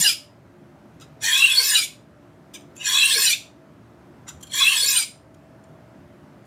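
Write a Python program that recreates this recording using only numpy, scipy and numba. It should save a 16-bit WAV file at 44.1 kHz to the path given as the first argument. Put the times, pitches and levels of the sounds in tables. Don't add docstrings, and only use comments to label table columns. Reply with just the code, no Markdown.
import sys
import numpy as np
from scipy import signal
from scipy.fft import rfft, irfft, next_fast_len
from scipy.io import wavfile
from scipy.ndimage import uniform_filter1d
from numba import njit

SR = 44100
rng = np.random.default_rng(int(sys.argv[2]) if len(sys.argv) > 2 else 0)


def store_wav(level_fs):
    pcm = np.round(np.clip(np.atleast_2d(level_fs), -1, 1) * 32767)
    wavfile.write(sys.argv[1], SR, pcm.T.astype(np.int16))


def convert_level_to_amplitude(level_db):
    exponent = np.asarray(level_db, float) / 20
    return 10 ** exponent


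N = 284886
HOP = 32


def unit(x):
    return x / np.sqrt(np.mean(x ** 2) + 1e-20)


def along(points, hz):
    f, v = np.transpose(points)
    return np.interp(np.log(hz + 1), np.log(f + 1), v)


def curves(rows):
    s, *cols = np.transpose(rows)
    return np.array([np.interp(np.arange(N) / SR, s, c) for c in cols])


def wobble(rate, size=1):
    knots = rng.standard_normal(int(N * rate / SR) + 4)
    return np.interp(np.arange(0, N, size) * rate / SR, np.arange(len(knots)), knots)


def coloured(x, gain):
    m = next_fast_len(N + 8192)
    return unit(irfft(rfft(x, m) * gain(np.fft.rfftfreq(m, 1 / SR)), m)[:N])


def blurred(shape, bins, frames):
    field = uniform_filter1d(rng.standard_normal(shape), size=bins, axis=0)
    return unit(uniform_filter1d(field, size=frames, axis=1))


# time in seconds, pressure in dB, contact place from heel 0 to tip 1.
STROKES = [
    [(0, -22, 0.69), (.03, -19, .76), (.094, -16, 0.87), (.135, -25.5, 1)],
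    [(1.2, -58.5, 0.028), (1.214, -37.5, 0.036), (1.236, -17.5, 0.12), (1.27, -17, .1), (1.44, -14.5, 0.31),
     (1.59, -19.5, .59), (1.788, -17.5, .84), (1.846, -24.5, 0.91), (1.865, -49, 0.94)],
    [(2.77, -51, 0.052), (2.81, -42.5, 0.048), (2.868, -18, 0.11), (3.045, -14.5, .32), (3.12, -13.5, 0.43),
     (3.16, -18, 0.61), (3.29, -19, 0.83), (3.33, -16.5, .93), (3.35, -38, 0.67)],
    [(4.49, -55.5, 0.12), (4.538, -25, 0.15), (4.588, -15, 0.18), (4.72, -15, .36), (4.8, -17, 0.5),
     (4.845, -20, 0.6), (4.99, -19.5, 0.84), (5.036, -26, 0.88), (5.055, -43, 0.82)],
]
# time in seconds, peak in dB, scrape length in seconds, weight in dB.
TOUCHES = [(0.9995, -27, 0.0007, -5), (1.006, -33.5, 0.016, 8), (1.013, -38.5, 0.023, 2),
           (2.536, -25, 0.011, -1), (2.549, -27.5, 0.013, -1), (2.569, -30, .002, 1),
           (2.607, -38, .003, -4), (2.619, -37, 0.0018, 1), (2.711, -54, .002, 4),
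           (2.751, -42.5, 0.0091, -11), (2.764, -27.5, 0.003, -16), (2.804, -47.5, .019, 6),
           (4.266, -38.5, 0.018, 25.5), (4.278, -27, 0.0043, 7), (4.284, -24.5, 0.015, 13.5),
           (4.288, -23, 0.0018, -7), (4.405, -38, 0.011, -20), (4.426, -25, 0.0055, -4),
           (4.431, -24.5, 0.0053, -4), (4.468, -31, 0.0019, -10), (4.472, -35, 0.008, -7),
           (4.521, -28, 0.0027, 7), (4.538, -20.5, 0.0033, 7.5), (5.343, -39, .004, -3),
           (5.636, -45, 0.006, 0), (6.45, -49, 0.0091, -8)]
# start in seconds, end in seconds, place from heel 0 to tip 1,
# damping relative to a stroke.
RESTING = [
    (.98, 1.202, 0.85, 1.8),
    (2.507, 2.7, 0.78, 1.8),
    (2.74, 2.799, 0.09, 1.5),
    (4.25, 4.369, 0.85, 2.1),
    (4.38, 4.492, .11, 0.25),
    (5.3, 6.513, 0.89, 2.3),
]
# place from heel 0 to tip 1, low modes in dB, top modes in dB.
TAPER = [(0, 1.5, -8.5), (.15, 6, 3.5), (.35, -6, 1), (.6, 1.5, 3), (.69, -2, 4.5), (.77, 1, 3.5),
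         (.86, -2, 2), (1, -15, 6)]


def pressure():
    t = np.arange(N) / SR
    force, place, stroking, resting = np.zeros((4, N))
    for start, end, spot, damping in RESTING:
        on = (t >= start) & (t < end)
        place[on], resting[on] = spot, damping
    for rows in STROKES:
        on = (t >= rows[0][0]) & (t < rows[-1][0])
        db, place[on] = curves(rows)[:, on]
        force[on], stroking[on] = convert_level_to_amplitude(db), 1
    spot, low, top = np.transpose(TAPER)
    low_db, top_db = np.interp(place, spot, low), np.interp(place, spot, top)
    for s, db, length, weight_db in TOUCHES:
        rise = .4 * length
        on = (t >= s - 2 * rise) & (t < s + 4 * length)
        u = (t[on] - s - rise) / np.where(t[on] < s + rise, rise, length)
        force[on] += convert_level_to_amplitude(db - 12.0) * np.exp(-u * u)
        low_db[on], top_db[on] = weight_db, -2 - 0.41 * weight_db
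    return uniform_filter1d(force, size=40), low_db, top_db, place, stroking, resting


def grit(spread_db, chatter_db):
    sizes = convert_level_to_amplitude(spread_db * rng.standard_normal(N) + chatter_db * (wobble(60) + wobble(300)))
    return unit(sizes * rng.standard_normal(N))


# frequency in Hz, level in dB per Hz.
GRIT = [(500, -70), (880, -52), (1050, -24), (1300, -32), (1700, -15), (3500, -10), (4700, -15),
        (6500, -10), (10800, -13), (15500, -21), (16200, -34)]
# place from heel 0 to tip 1, pitch in Hz, gain in dB.
OVERHANG = [(0, 2617, 7.5), (.36, 3000, -1), (.5, 3620, 5.5), (.6, 4335, 15), (0.721, 5930, 11),
            (0.801, 4230, 4.5), (0.868, 3230, 12.5), (1, 2203, 7.5)]


def rasp(place, stroking):
    tap_hz, tap_db = 2900, 9
    hiss = coloured(grit(spread_db=4.5, chatter_db=2.5), lambda f: convert_level_to_amplitude(along(GRIT, f)))
    f, t, z = signal.stft(hiss, SR, nperseg=256)
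    where, moving = np.array([place, stroking])[:, np.clip(t * SR, 0, N - 1).astype(int)]
    spot, hz, db = np.transpose(OVERHANG)
    octaves = np.log2((f[:, None] + 1) / np.where(moving, np.interp(where, spot, hz), tap_hz))
    lift = np.exp(-(octaves / .3) ** 2) + np.exp(-((octaves - 1.25) / .25) ** 2)
    lift_db = np.where(moving, np.interp(where, spot, db), tap_db) * lift
    patches_db = 5 * blurred(z.shape, bins=3, frames=12)
    return signal.istft(z * convert_level_to_amplitude(lift_db + patches_db), SR, nperseg=256)[1][:N]


# place from heel 0 to tip 1, pitch in Hz, gain in dB, half width in place.
BITES = [(.05, 7174, 3.5, 0.047), (.09, 4224, 3.5, .04), (0.108, 1721, 3.5, .04), (.19, 3357, 10, 0.14),
         (.2, 1072, 5.5, 0.044), (.25, 7956, 8.5, 0.037), (.3, 3922, 6, 0.068), (.32, 2710, 1, 0.065),
         (.42, 3386, 10, .08), (.42, 8584, 4.5, 0.069), (.45, 8014, 10, 0.046), (.55, 4270, 10.5, .05),
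         (.6, 2187, 6.5, 0.044), (.62, 9595, 11.5, .04), (.63, 1640, 10.5, 0.045), (.67, 5570, 7.5, 0.045),
         (.68, 5114, 6.5, 0.041), (.68, 11590, 7, 0.037), (.68, 6066, 8.5, .04), (.69, 14380, 8, .03),
         (.71, 7185, 5.5, 0.055), (.75, 8716, 6, 0.046), (0.771, 1808, 10.5, 0.062), (.8, 2965, 9.5, 0.032),
         (.82, 3953, 13, 0.04), (.82, 10600, 2, .04), (.84, 4930, 8.5, 0.049), (.89, 2420, 6, 0.062),
         (.89, 1614, 1, 0.044)]
# time in seconds, half length in seconds.
PING_SPANS = [
    (1.03, .025),
    (2.565, .03),
    (2.78, .02),
    (2.82, .03),
    (4.3, .03),
    (4.42, .012),
    (4.445, .018),
    (4.48, .015),
    (4.53, .025),
]
# pitch in Hz, gain in dB.
PINGS = [
    [(1400, 9), (2740, 5), (3500, -2), (3830, 8), (4260, -10), (5000, 4), (5870, -1), (7130, -2),
     (7670, -4), (8770, -7), (10600, -4), (11900, 10)],
    [(1700, -15), (2000, -17), (2500, 2), (3190, 4.5), (3520, 8), (3780, -5), (4260, -20), (4700, -15),
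     (5030, 3), (6130, 12), (7130, 3), (7680, 16), (8720, -3.5), (10600, -10)],
    [(1840, 11), (2640, 6), (3790, -16), (4300, -15), (5000, -10), (5680, -10), (6460, 24), (7210, 9),
     (8840, 10), (10500, -10)],
    [(2700, 9.5), (2880, 21), (4300, -16), (5000, -8), (6460, 10), (7200, 3)],
    [(1400, 0.5), (2700, 5), (3790, 7.5), (4300, -7), (5000, -5), (6140, 6), (7110, 10), (8750, 0),
     (11900, 8.5)],
    [(5800, 3), (6500, 8), (8000, 10), (9700, -6), (14000, -10)],
    [(2500, -14), (3250, 15.5), (3780, -13), (4230, 1), (5000, -10), (5840, -4), (7240, 8), (8870, 13),
     (9520, 7), (10500, -10), (11100, 10), (12900, 6)],
    [(3190, 13), (7240, 6), (8870, 8), (9600, -6), (11100, 10), (12900, 10)],
    [(3392, 17), (7200, 1.5), (8800, 6)],
]
# time in seconds, pitch in Hz, gain in dB, half length in seconds.
CATCHES = [(0.048, 878, 3, .022), (.035, 7080, 3, .025), (.075, 2830, 6.5, .025), (0.041, 2743, -5, .02),
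           (.075, 3810, -6, 0.018), (.11, 5060, 5.5, .03), (.085, 5560, 6, .025), (.11, 3280, -9, .02),
           (1.2687, 6400, 15, 0.013), (1.284, 1813, 5.5, .03), (1.59, 4380, 4.5, .03),
           (1.66, 4270, -0.5, 0.034), (1.4, 5000, -3, 0.035), (1.25, 920, 1, .03),
           (1.37, 1013, -3.5, 0.034), (1.35, 3314, 4.5, .04), (1.44, 2627, 6.5, 0.035),
           (1.51, 3350, 5, .04), (1.651, 12380, 7, .02), (1.775, 2890, 8.5, .025), (1.845, 3490, 10, .02),
           (2.88, 4340, -2.5, .03), (2.891, 5690, 5, .04), (2.9, 3370, 2.5, .04), (2.97, 3430, 3.5, .05),
           (3.13, 3590, 5, .03), (3.17, 4528, 2.5, .025), (3.185, 438, 9.5, .06), (3.187, 9540, 6, .013),
           (3.19, 1635, 5, .025), (3.22, 5100, -3, 0.022), (3.22, 5620, -6, .02), (3.25, 4363, 10, 0.0203),
           (3.255, 7154, 3, 0.024), (3.265, 5600, 9.5, 0.022), (3.28, 2950, 4, .02),
           (3.3, 3874, 4.5, 0.028), (3.32, 5010, 2.5, .03), (3.335, 2530, 6, 0.024), (3.334, 3530, 3, .015),
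           (4.54, 1744, -8, 0.051), (4.55, 2400, -3.5, .03), (4.611, 3382, 4.5, .07),
           (4.62, 1076, 7, 0.0099), (4.67, 2527, 0.5, 0.018), (4.73, 2860, 11.5, 0.035),
           (4.825, 9540, 11.5, 0.025), (4.85, 4405, -1.5, .03), (4.94, 2486, 7.5, .04),
           (4.97, 2830, 6, 0.02), (4.98, 1600, 4, .03), (5.013, 8780, 8, .037), (5.035, 1420, 1.5, .025)]
# time in seconds, pitch in Hz, gain
# in dB, half length in seconds.
MORE_CATCHES = [(1.3, 3122, 4, .04), (1.53, 5660, 6.5, .03), (1.556, 1560, 4.5, .06), (1.573, 3280, 4.5, .03),
                (1.6, 2116, 5, .05), (1.62, 1043, 4.5, .09), (1.65, 3910, 4, .03), (1.707, 2470, 0.5, .02),
                (1.702, 5600, -6, .03), (1.75, 1660, 3, .03), (1.81, 2444, 0, .04), (1.81, 5520, 4, .025),
                (1.63, 450, 3.5, .06), (2.87, 11180, 5.5, .03), (2.95, 1690, 3.5, .04), (2.98, 5060, -6.5, .05),
                (3.01, 3336, 5, .04), (3.08, 4320, -5, .03), (3.29, 1000, -7.5, .04), (2.97, 1070, 9, .04),
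                (3.053, 2860, 5, .04), (3.065, 3864, 2.5, .04), (3.12, 2600, -4, .03), (3.13, 5030, 5.5, .04),
                (3.132, 5600, 3.5, .03), (3.15, 6050, 6.5, .02), (3.16, 2130, 4, .03), (3.2, 1066, 7, .04),
                (3.24, 2430, 3.5, .04), (3.31, 2790, 4.5, .012), (3.31, 6100, 6.5, .02), (4.574, 3330, 3.5, .03),
                (4.691, 3360, 5, .03), (4.709, 2610, -2.5, .015), (4.73, 1103, 9, .015), (4.73, 4290, 6, .04),
                (4.797, 5050, 11, .03), (4.81, 3430, 15, .04), (4.81, 5830, 5.5, .03), (4.867, 462, 3.5, .05),
                (4.881, 1661, -11, .04), (4.875, 3880, 9.5, .04), (4.885, 6050, 3.5, .03), (4.922, 2480, 0, .015),
                (4.932, 1024, 9, .025), (4.959, 2520, -2, .025), (5.007, 3105, -7, .025),
                (5.026, 2430, -2.5, .03), (5.04, 4990, 2, .03), (4.56, 10660, 6, .03)]
# time in
# seconds, pitch in Hz, gain in dB, half length in seconds.
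EXTRA_CATCHES = [
    (1.74, 7100, 5, .05),
    (1.79, 1500, 5, .03),
    (1.84, 5000, -4, .03),
    (3.13, 452, 7, .04),
    (4.9, 8750, -4, .05),
    (4.98, 1650, 5, .03),
]


def bitten(mode, place, stroking):
    modes = LOW_MODES + HIGH_MODES
    centres = np.array([free_hz + stiff_hz / 2 for free_hz, stiff_hz, *_ in modes])
    free_hz, stiff_hz, _, _, waves, shift = modes[mode][:6]

    def mine(hz):
        return np.argmin(np.abs(centres - hz)) == mode

    def held_hz(spot):
        return free_hz + stiff_hz * np.cos(np.pi * (waves * spot + shift)) ** 2

    edge, t = np.linspace(0, 1, num=201), np.arange(0, N, HOP) / SR
    gain_db, pull = np.zeros((2, len(edge)))
    for spot, hz, db, width in BITES:
        if mine(hz):
            bell = np.exp(-((edge - spot) / width) ** 2)
            gain_db += db * bell
            pull += (hz - held_hz(spot)) * bell ** .5
    gain_db = stroking * np.interp(place, edge, gain_db)
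    pull = stroking * np.interp(place, edge, pull)
    usual_hz = np.where(stroking, centres[mode], held_hz(place))
    pings = [(s, hz, db, length) for (s, length), rows in zip(PING_SPANS, PINGS) for hz, db in rows]
    for s, hz, db, length in pings + CATCHES + MORE_CATCHES + EXTRA_CATCHES:
        if mine(hz):
            bell = np.exp(-((t - s + 0.0086) / length) ** 2)
            gain_db += db * bell
            pull += (hz - usual_hz) * bell ** .5
    return gain_db, pull


@njit
def resonate(force, drive, spin, keep, skirt, hop):
    out, near, far = np.zeros(len(force)), 0j, 0j
    for i in range(len(force)):
        k = i // hop
        near = keep[k] * spin[k] * near + drive[k] * force[i]
        far = skirt * spin[k] * far + (1 - skirt) * near
        out[i] = far.imag
    return out


# free pitch in Hz, stiffening in Hz, free width in Hz, level in dB, half waves along the edge,
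# shift in half waves, liveliest place from heel 0 to tip 1, its gain in dB.
LOW_MODES = [(387, 180, 14, -44.5, 1.5, .28, .6, 21.5), (1023, 88, 6, -23.5, 2.4, 0.26, 0.4, 7.5),
             (1560, 230, 27, -19.5, 3.05, .68, 0.1, 3), (1640, 41, 18, -19.5, 2.1, 0.37, 0.48, 10),
             (2072, 100, 54, -18.5, 2.7, 0.13, 0.8, 3), (2419, 310, 8.2, -9.5, 2.5, 0.15, 0.3, 8),
             (2784, 310, 15, -18.5, 2.25, 0.033, 0.8, 5.5), (3191, 240, 52, -13.5, 3.6, 0.19, 0.43, 11),
             (3431.7, 29, 18, -16.5, 1.2, 0.08, 1, 8.5), (3774, 39, 6.7, -10, 3.9, 0.033, 0.99, -1.5),
             (4259, 110, 48, -12, 4.25, 0.33, .6, 9.5), (4686, 40, 30, -37.5, 1, 0.84, 0, 16.5),
             (5020, 75, 14, -17.5, 4.5, 0.9, 0.76, 12.5), (5675, 110, 120, -11, 1.25, 0.023, 0.6, -1),
             (6100, 250, 24, -24, 0.21, 0.042, 0.8, 8.5)]
HIGH_MODES = [(6400, 82, 25, -25, 4.1, .4, .08, 0.5), (6750, 36, 25, -21, 0.9, 0.13, 0.93, 6.5),
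              (7170, 46, 5.5, -11, 1.25, 0.027, 0.7, 2), (7415, 470, 30, -19, 6.8, 0.15, 0.066, 2.5),
              (8030, 76.6, 25, -17, 1.3, 0.33, 0.1308, 3), (8740, 26, 15, -19, 3, 1, .8, 15),
              (8795, 74, 30, -22.5, 1.8, 0.43, 0.35, 6.5), (9690, 100, 27, -25, 1.4, 0.96, 0.4, 16),
              (10470, 43, 22, -19, 1.4, 0.097, .9, 7.5), (11060, 120, 30, -24, 5.8, 0.21, 0.5, 5),
              (12000, 60, 25, -34, 1.4, 0.11, 0.7, 16), (12180, 71, 27, -25, 3.5, .02, 0.81, 8),
              (12770, 60, 30, -25, 1.1, 0.73, 0.63, 8.5), (14100, 120, 30, -29, 3, 0.75, .72, 10),
              (14900, 80, 30, -28, 1.1, 0.54, .7, 7.5)]


def blade():
    force, *controls = pressure()
    held_all = np.clip(uniform_filter1d(force, size=200) / convert_level_to_amplitude(-36), 0, 1)
    held, low_db, top_db, place, stroking, resting = np.array([held_all, *controls])[:, ::HOP]
    damped = np.maximum(held, resting)
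    sag = 1 - .2 * held * np.clip((place - .73) / .16, 0, 1)
    grains = force * grit(spread_db=4.5, chatter_db=2.8)
    (sound, own), touching = np.zeros((2, N)), force > 1e-6
    for mode, row in enumerate(LOW_MODES + HIGH_MODES):
        free_hz, stiff_hz, free_width, db, waves, shift, spot, spot_db = row
        swing = np.cos(np.pi * (waves * place + shift)) ** 2
        bite_db, pull = bitten(mode, place, stroking)

        lively_db = spot_db * np.exp(-((place - spot) / 0.15) ** 2)
        tilt_db = low_db * (free_hz < 2300) + top_db * (free_hz > 9000)
        uneven_db = min(3.5, free_hz / 300) * (.8 * wobble(36, size=HOP) + .7 * wobble(90, size=HOP))
        drive = np.sqrt(0.19 + swing) * convert_level_to_amplitude(db + lively_db + tilt_db + uneven_db + bite_db)

        waver_hz = min(.025 * free_hz, 12 + .008 * free_hz, 45)
        waver = .6 * wobble(30, size=HOP) + .65 * wobble(110, size=HOP)
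        hz = free_hz + held * stiff_hz * swing + held * waver_hz * waver
        hz = hz * sag ** (min(1000 / free_hz, 1) * (free_hz < 2300))
        spin = np.exp(2j * np.pi * (hz + pull) / SR)

        stone_width = (22 + 0.0033 * free_hz) * (1 + .035 * np.abs(bite_db))
        free_width = free_width + min(20 + .004 * free_hz, .025 * free_hz)
        keep = np.exp(-np.pi * (free_width + damped * stone_width) / SR)
        skirt = np.exp(-np.pi * (50 + .05 * free_hz) / SR)
        norm = np.sqrt(4 * np.pi * (free_width + stone_width) / SR)

        private = force[touching] * rng.standard_normal(N)[touching]
        own[touching] = .4 * grains[touching] + 1.05 * private
        sound += resonate(own, norm * drive, spin, keep, skirt, HOP)
    _, top_db, place, stroking, _ = controls
    hiss_db = -27 + 3 * held_all + 5 * place + .6 * top_db + 2 * (1 - stroking)
    hiss_db = hiss_db + stroking * 2 * np.exp(-((place - .68) / .06) ** 2)
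    return convert_level_to_amplitude(-4.0) * sound + convert_level_to_amplitude(hiss_db) * force * rasp(place, stroking)


# frequency in Hz, level in dB per Hz.
HUM = [(18, -66.5), (34, -36), (66, -7), (149, -2), (216, -5), (280, -4), (311, -6), (346, -8), (487, -14),
       (585, -10.5), (891, -16), (1360, -18.5), (3590, -34.5), (14500, -46.5), (16100, -54)]
# pitch in Hz, width in Hz, level in dB.
DRONES = [(116.3, 17, -11), (152, 9.6, -13), (208, 14, -14.5), (289.6, 14, -12.5), (352.5, 19, -12),
          (591, 22, -15), (649.4, 12, -14.5)]


def hum():
    z = signal.stft(rng.standard_normal(N + 512), nperseg=512)[2]
    patches_db = 1.2 * blurred(z.shape, bins=3, frames=14)
    patchy = signal.istft(z * convert_level_to_amplitude(patches_db), nperseg=512)[1][:N]
    sound = coloured(patchy, lambda f: convert_level_to_amplitude(along(HUM, f)))
    for hz, width, db in DRONES:
        drone = coloured(rng.standard_normal(N), lambda f: 1 / (1 + ((f - hz) / (0.12 * width)) ** 2))
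        sound += convert_level_to_amplitude(db + 1.9 * wobble(4)) * drone
    return convert_level_to_amplitude(-47.5 + 0.16 * wobble(16.0)) * unit(sound)


# time in seconds, pitch in Hz, level in dB, length in seconds.
THUDS = [
    (.004, 168.4, -26, 0.0096),
    (.93, 162, -51, 0.039),
    (1.12, 150, -44.5, 0.078),
    (1.222, 115.5, -47, 0.07),
    (4.362, 80, -44, 0.038),
]


def thuds():
    t = np.arange(N) / SR
    sound = np.zeros(N)
    for s, hz, db, length in THUDS:
        swell = convert_level_to_amplitude(db) * np.exp(-((t - s) / length) ** 2)
        sound += swell * np.sin(2 * np.pi * hz * (t - s) + 0.57 * wobble(19.0))
    return sound


# frequency in Hz, time to fall 60 dB in seconds.
WALLS = [(800, 0.11), (2500, 0.29), (6000, 0.29), (15000, 0.23)]


def walls(x):
    late = np.pad(x, (400, 0))[:N]
    hz, t, z = signal.stft(np.array([late, rng.standard_normal(N)]), SR, nperseg=640, noverlap=512)
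    keep = convert_level_to_amplitude(-120 * t[1] / along(WALLS, hz))
    energy = np.array([signal.lfilter([1 - k], [1, -k], np.abs(band) ** 2) for k, band in zip(keep, z[0])])
    carrier = z[1] / np.sqrt(np.mean(np.abs(z[1]) ** 2))
    answer = carrier * np.sqrt(uniform_filter1d(energy, size=6, axis=0))
    return signal.istft(answer, SR, nperseg=640, noverlap=512)[1][:N]


def scene():
    no_bass = signal.butter(2, 330, "high", fs=SR, output="sos")
    knife = convert_level_to_amplitude(3.0) * signal.sosfilt(no_bass, blade())
    return (knife + convert_level_to_amplitude(-10.5) * walls(knife) + hum() + thuds())[None]


def top_cut(x):
    return signal.sosfilt(signal.butter(12, 16220, fs=SR, output="sos"), x)


def record(dry):
    dry = signal.sosfilt(signal.butter(4, 48, "high", fs=SR, output="sos"), dry)
    level_db = 10 * np.log10(np.abs(uniform_filter1d(dry[0] ** 2, size=1500)) + 1e-12)
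    need_db = 0.23 * np.clip(level_db + 26.0, 0, None)
    creep_db = 4 * np.arange(N) / SR
    cut_db = np.maximum.accumulate(need_db + creep_db) - creep_db
    held = dry * convert_level_to_amplitude(-uniform_filter1d(np.clip(cut_db, 0, None), size=400))
    held = held / (1 + np.abs(held / .52) ** 4) ** (1 / 4)
    held = signal.sosfilt(signal.ellip(10, .5, 60, 16030, fs=SR, output="sos"), held)
    return top_cut(held)


dry = scene()
out = record(dry)
store_wav(out)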